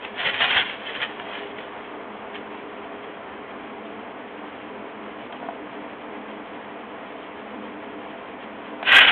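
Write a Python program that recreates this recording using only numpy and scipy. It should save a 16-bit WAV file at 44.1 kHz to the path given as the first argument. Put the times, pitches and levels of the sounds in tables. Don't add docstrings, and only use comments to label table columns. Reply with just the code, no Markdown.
import sys
import numpy as np
from scipy import signal
from scipy.fft import rfft, irfft, next_fast_len
from scipy.io import wavfile
from scipy.ndimage import uniform_filter1d, minimum_filter1d, map_coordinates

SR = 44100
rng = np.random.default_rng(int(sys.argv[2]) if len(sys.argv) > 2 else 0)


def int16_out(signal):
    q = np.round(np.clip(np.atleast_2d(signal).T, -1, 1) * 32767)
    wavfile.write(sys.argv[1], SR, q.astype(np.int16))


N = 401751

# freq_hz, level_db
AIR_SPECTRUM = [(25, -27), (75, -12), (170, -9.5), (205, -1.5), (345, -1.5), (450, 3.5), (590, -1),
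                (720, 0.5), (1030, 0), (1300, -5.5), (1700, -7), (2400, -9.5), (2850, -15), (3300, -16)]
# centre_hz, width_hz, level_db
HUM_BANDS = [(200.7, 11, -10), (213.9, 9.7, -2.5), (256.5, 17, -3.5), (300.5, 13, 2), (447.3, 8.6, -8),
             (512.4, 14, -5), (671.6, 36, -5)]
# peak_s, level_db, rise_s, fall_s
HUM_SWELLS = [(3.92, -44.5, 0.25, 0.19), (5.7, -47.5, 1, 0.94), (7.57, -41, 0.25, 0.27)]
# peak_s, level_db, rise_s, fall_s
DRONE_SWELLS = [(1.36, -48, 0.27, 0.96), (2.72, -49.5, 0.94, 0.86)]
# peak_s, level_db, rise_s, fall_s
FUR_BRUSHES = [(1.28, -43, 0.3, 0.33), (1.75, -43.5, 0.31, 0.36), (2.15, -44, 0.36, 0.42),
               (2.85, -45.5, 0.3, 0.27)]
# freq_hz, level_db
FUR_SPECTRUM = [(200, -26.5), (550, -15.5), (670, 4), (780, -5.5), (1050, -3), (1400, -11), (3500, -31.5)]
# start_s, level_db
PAW_THUDS = [(0.263, -37), (0.43, -47), (0.55, -57), (0.984, -45.5)]
# start_s, level_db
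TRAY_KNOCKS = [(1.197, -31.5), (5.328, -30.5), (5.409, -37), (5.428, -26.5), (5.445, -29), (5.487, -19.5),
               (8.828, -22)]
# pitch_hz, level_db, t60_s
TRAY_MODES = [(714, -4.5, 0.066), (795, -1.5, 0.028), (940, -6, 0.041), (1440, -10, 0.027),
              (1740, -17, .03)]
# start_s, level_db, length_s, start_hz, end_hz
CLAW_SQUEAKS = [(8.865, -23, 0.022, 2640, 2730), (8.914, -10, 0.016, 1913, 1960),
                (8.943, -14, 0.02, 1990, 1950), (8.962, -10.5, 0.025, 1544, 1720),
                (8.984, -14, 0.042, 1960, 1870), (9.041, -15, 0.02, 2680, 2560),
                (9.063, -19, 0.01, 1500, 1590)]
# time_s, level_db
RAKE_FORCE = [(8.832, -37.5), (8.862, -26), (8.886, -15), (8.905, -13.5), (8.935, -9.5), (8.96, -4),
              (8.987, -4.5), (9.018, -11.5), (9.048, -10.5), (9.07, -15), (9.09, -10), (9.11, -16)]
# freq_hz, level_db
SCRAPE_SPECTRUM = [(30, -24), (100, -18.5), (500, -14), (750, -4), (1000, -6), (1250, -6.5), (1500, 1),
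                   (2200, -0.5), (2800, 1), (3600, 3), (4000, 0.5)]
# centre_hz, width_hz, level_db
WALL_RESONANCES = [(790, 49, -12.5), (1480, 160, -3.5), (1614, 60, -3), (1943, 84, 0), (2483, 57, 0.5),
                   (2900, 85, -9), (3280, 58, -11)]
# start_s, level_db, pitch_hz, t60_s
GRANULE_SNAPS = [(0.271, -20, 3000, 0.016), (0.342, -22, 2040, 0.018), (0.4176, -15, 1840, 0.035),
                 (0.507, -17, 3210, 0.045), (0.531, -15, 2400, 0.02), (0.5635, -13, 1790, 0.012),
                 (0.5727, -16.5, 1676, 0.046), (0.576, -16, 3230, 0.03), (0.5983, -13.5, 3060, 0.012),
                 (0.616, -18, 2210, 0.013), (0.697, -25.5, 2150, 0.02), (0.8664, -26.5, 3120, 0.025),
                 (0.8939, -26, 1950, 0.032), (0.951, -23.5, 2810, 0.02), (1.0035, -28, 1920, 0.022),
                 (1.0167, -18, 3210, 0.019), (1.0292, -16, 1880, 0.0107), (1.1992, -20.5, 1760, 0.0069),
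                 (1.3553, -27.5, 3000, 0.027), (5.327, -32.5, 3220, 0.018)]
# peak_s, level_db, rise_s, fall_s
LITTER_PUSHES = [(0.052, -39.5, 0.092, 0.13), (0.2, -26.5, 0.054, 0.19), (0.268, -20, 0.048, 0.085),
                 (0.348, -25.5, 0.033, 0.08), (0.422, -19.5, 0.056, 0.14), (0.512, -21, 0.062, 0.13),
                 (0.575, -19.5, 0.06, 0.11), (0.66, -33.5, 0.033, 0.079), (0.704, -32.5, 0.035, 0.11),
                 (0.875, -34.5, 0.14, 0.25), (0.962, -31.5, 0.05, 0.049), (1.031, -23.5, 0.049, 0.042),
                 (1.07, -40, 0.047, 0.31), (1.36, -36.5, 0.25, 0.22), (1.59, -42.5, 0.076, 0.2),
                 (2.355, -35, 0.031, 0.037), (7.06, -48, 0.027, 0.13), (7.24, -48.5, 0.14, 0.15),
                 (7.655, -47.5, 0.044, 0.032)]
# start_s, level_db, t60_s
CLUMP_CRUNCHES = [(0.047, -18.5, 0.08), (0.257, -25, 0.1), (0.401, -7.5, 0.097), (0.442, -5.5, 0.092),
                  (0.4945, -16.5, 0.066), (0.529, -16, 0.05), (0.561, -7, 0.038), (0.591, -12, 0.037),
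                  (0.617, -16, 0.05), (0.9492, -21.5, 0.066), (1.0046, -27, 0.06), (1.027, -20, 0.059),
                  (1.197, -17.5, 0.014), (1.351, -22, 0.051), (1.584, -22.5, 0.059), (5.3234, -22, 0.043),
                  (8.828, -7.5, 0.019)]
# freq_hz, level_db
LITTER_SPECTRUM = [(30, -26), (120, -12.5), (300, -19.5), (550, -3.5), (800, -2), (1200, -3.5), (1800, 4),
                   (2400, 1), (3100, 1), (4000, 1)]
# centre_hz, width_hz, level_db
GRIT_RESONANCE = [(3300, 610, 0)]
# freq_hz, gain_db
VOICE_BAND = [(3250, 1.5), (3500, -6.5), (3750, -13.5), (4000, -19), (4400, -34.5), (4600, -48),
              (4850, -110)]


def amp(db):
    return 10 ** (np.asarray(db) / 20)


def unit(x):
    return x / np.sqrt(np.mean(x ** 2) + 1e-20)


def gain(points, hz):
    f, db = np.transpose(points)
    return amp(np.interp(np.log(hz + 1), np.log(f + 1), db))


def filtered(x, response):
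    size = next_fast_len(len(x) + SR // 2)
    return irfft(rfft(x, size) * response(np.fft.rfftfreq(size, 1 / SR)), size)[:len(x)]


def coloured(x, points):
    return unit(filtered(x, lambda hz: gain(points, hz)))


def resonant(x, peaks):
    def response(f):
        return sum(amp(db) * 1j * f * width / (hz * hz - f * f + 1j * f * width)
                   for hz, width, db in peaks)
    return unit(filtered(x, response))


def add(track, start_s, sound):
    part = track[max(round(start_s * SR), 0):][:len(sound)]
    part += sound[:len(part)]


def wobble(rate):
    return map_coordinates(rng.standard_normal(int(N * rate / SR) + 4), [np.arange(N) * rate / SR])


def swells(rows, roundness, range_db=20.5):
    t, power = np.arange(N) / SR, np.zeros(N)
    for peak_s, db, rise_s, fall_s in rows:
        away = np.maximum((peak_s - t) / rise_s, (t - peak_s) / fall_s)
        power += amp(db - range_db * away ** roundness) ** 2
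    return np.sqrt(power)


def grains(rate, spread_db):
    chance, size = rng.random(N), rng.standard_normal(N)
    return (chance < rate / SR) * rng.choice([-1, 1], N) * amp(spread_db * np.clip(size, -2, 2))


def hood(x, t60_s, wet_db):
    out, t = x.copy(), np.arange(SR // 6) / SR
    block = SR // 12
    for start in range(0, N, block):
        tail = rng.standard_normal(len(t)) * amp(-60 * t / t60_s) * (t > 0.0015)
        echoes = signal.fftconvolve(x[start:start + block], tail / np.linalg.norm(tail))
        add(out, start / SR, amp(wet_db) * echoes)
    return out


def room_tone():
    def bands(f):
        return sum(amp(db) / (1 + (2 * (f - hz) / width) ** 2) for hz, width, db in HUM_BANDS)
    air = amp(-38.5 + 0.5 * wobble(rate=30)) * coloured(rng.standard_normal(N), AIR_SPECTRUM)
    hum_db = np.interp(np.arange(N) / SR, [0, 5.1], [-48.5, -44]) + 0.2 * wobble(rate=1.3)
    hum_gain = np.hypot(amp(hum_db), swells(HUM_SWELLS, roundness=1.6))
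    hum = hum_gain * unit(filtered(rng.standard_normal(N), bands))
    pitch_hz = 408.7 + 4 * wobble(rate=25)
    tone = unit(np.sin(2 * np.pi * np.cumsum(pitch_hz) / SR) * amp(2.8 * wobble(rate=14)))
    drone = (amp(-52) + swells(DRONE_SWELLS, roundness=1.6)) * tone
    return air + hum + drone


def fur():
    return swells(FUR_BRUSHES, roundness=2) * coloured(rng.standard_normal(N), FUR_SPECTRUM)


def thuds(bottom_hz=110):
    out, t = np.zeros(N), np.arange(SR // 5) / SR
    attack_s, t60_s = 0.0033, 0.048
    envelope = amp(-60 * t / t60_s) * (1 - np.exp(-t / attack_s))
    for start_s, db in PAW_THUDS:
        pitch_hz = bottom_hz * rng.uniform(0.74, 1.4)
        add(out, start_s, amp(db + 9) * envelope * np.sin(2 * np.pi * pitch_hz * t))
    return out


def knocks(attack_s=0.0007):
    out, t = np.zeros(N), np.arange(SR // 5) / SR
    for start_s, db in TRAY_KNOCKS:
        ring = sum(amp(mode_db + rng.normal(0, 1) - 60 * t / t60_s) * np.sin(2 * np.pi * hz * t)
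                   for hz, mode_db, t60_s in TRAY_MODES)
        add(out, start_s, amp(db + 0.5) * ring * (1 - np.exp(-t / attack_s)))
    return out


def squeaks(jitter=0.02):
    out, t = np.zeros(N), np.arange(N) / SR
    for start_s, db, length_s, start_hz, end_hz in CLAW_SQUEAKS:
        along = np.clip((t - start_s) / length_s, 0, 1)
        pitch_hz = (start_hz + (end_hz - start_hz) * along) * (1 + jitter * wobble(rate=400))
        out += amp(db) * np.sin(np.pi * along) * np.sin(2 * np.pi * np.cumsum(pitch_hz) / SR)
    return out


def rake():
    time_s, db = np.transpose(RAKE_FORCE)
    judder_db = 1.8 * wobble(rate=120)
    force = amp(np.interp(np.arange(N) / SR, time_s, db, left=-120) + judder_db)
    rasp = amp(3.5) * coloured(grains(rate=14000, spread_db=0.5), SCRAPE_SPECTRUM)
    contacts = grains(rate=6000, spread_db=2)
    ring = unit(sum(amp(level_db) * resonant(contacts, [(hz, width, 0)])
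                    for hz, width, level_db in WALL_RESONANCES))
    return hood(force * (rasp + amp(-8.5) * ring), t60_s=0.036, wet_db=-10.5)


def snaps():
    out, t = np.zeros(N), np.arange(SR // 10) / SR
    stray_rad, stray_rate = 0.72, 1800
    attack_s, crack_t60_s = 0.00029, 0.0067
    for start_s, db, pitch_hz, t60_s in GRANULE_SNAPS:
        stray = stray_rad * np.interp(t * stray_rate, np.arange(256), rng.standard_normal(256))
        ring = np.sin(2 * np.pi * pitch_hz * t + stray) * amp(-60 * t / t60_s)
        crack = rng.standard_normal(len(t)) * amp(-2 - 60 * t / crack_t60_s)
        add(out, start_s, amp(db) * (ring + crack) * (1 - np.exp(-t / attack_s)))
    return hood(out, t60_s=0.04, wet_db=-9)


def litter(attack_s=0.00041):
    steps = swells(LITTER_PUSHES, roundness=1.15)
    stir = amp(-52 + 2.5 * wobble(rate=26))
    push = np.hypot(steps, stir)
    effort = push / push.max()
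    rate = 1800 + 4500 * effort
    rubbing = amp(7) * push * coloured(grains(rate, spread_db=4.5) / np.sqrt(rate), LITTER_SPECTRUM)
    grit_gain = steps * amp(-8 + 4 * effort)
    grit = grit_gain * resonant(grains(rate=1200, spread_db=5.5), GRIT_RESONANCE)
    collapse, t = np.zeros(N), np.arange(SR // 4) / SR
    for start_s, db, t60_s in CLUMP_CRUNCHES:
        add(collapse, start_s, amp(db - 60 * t / t60_s) * (1 - np.exp(-t / attack_s)))
    crunch = amp(-4.5) * collapse * coloured(grains(rate=3300, spread_db=0), LITTER_SPECTRUM)
    return hood(rubbing + grit + crunch, t60_s=0.024, wet_db=-7)


def scene():
    return (litter() + snaps() + rake() + squeaks() + knocks() + thuds() + room_tone() + fur())[None]


def record(dry):
    narrow = filtered(dry[0], lambda hz: gain(VOICE_BAND, hz))
    limit_db, share, window = -2.5, 0.67, 120
    needed = np.minimum(1, amp(limit_db) / (np.abs(narrow) + 1e-9)) ** share
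    limiter_gain = uniform_filter1d(minimum_filter1d(needed, size=window), size=window)
    clipped = np.clip(narrow * limiter_gain, -0.72, 0.72)
    lowpass = signal.butter(16, 16000, fs=SR, output="sos")
    return signal.sosfilt(lowpass, clipped)[None]


dry = scene()
out = record(dry)
int16_out(out)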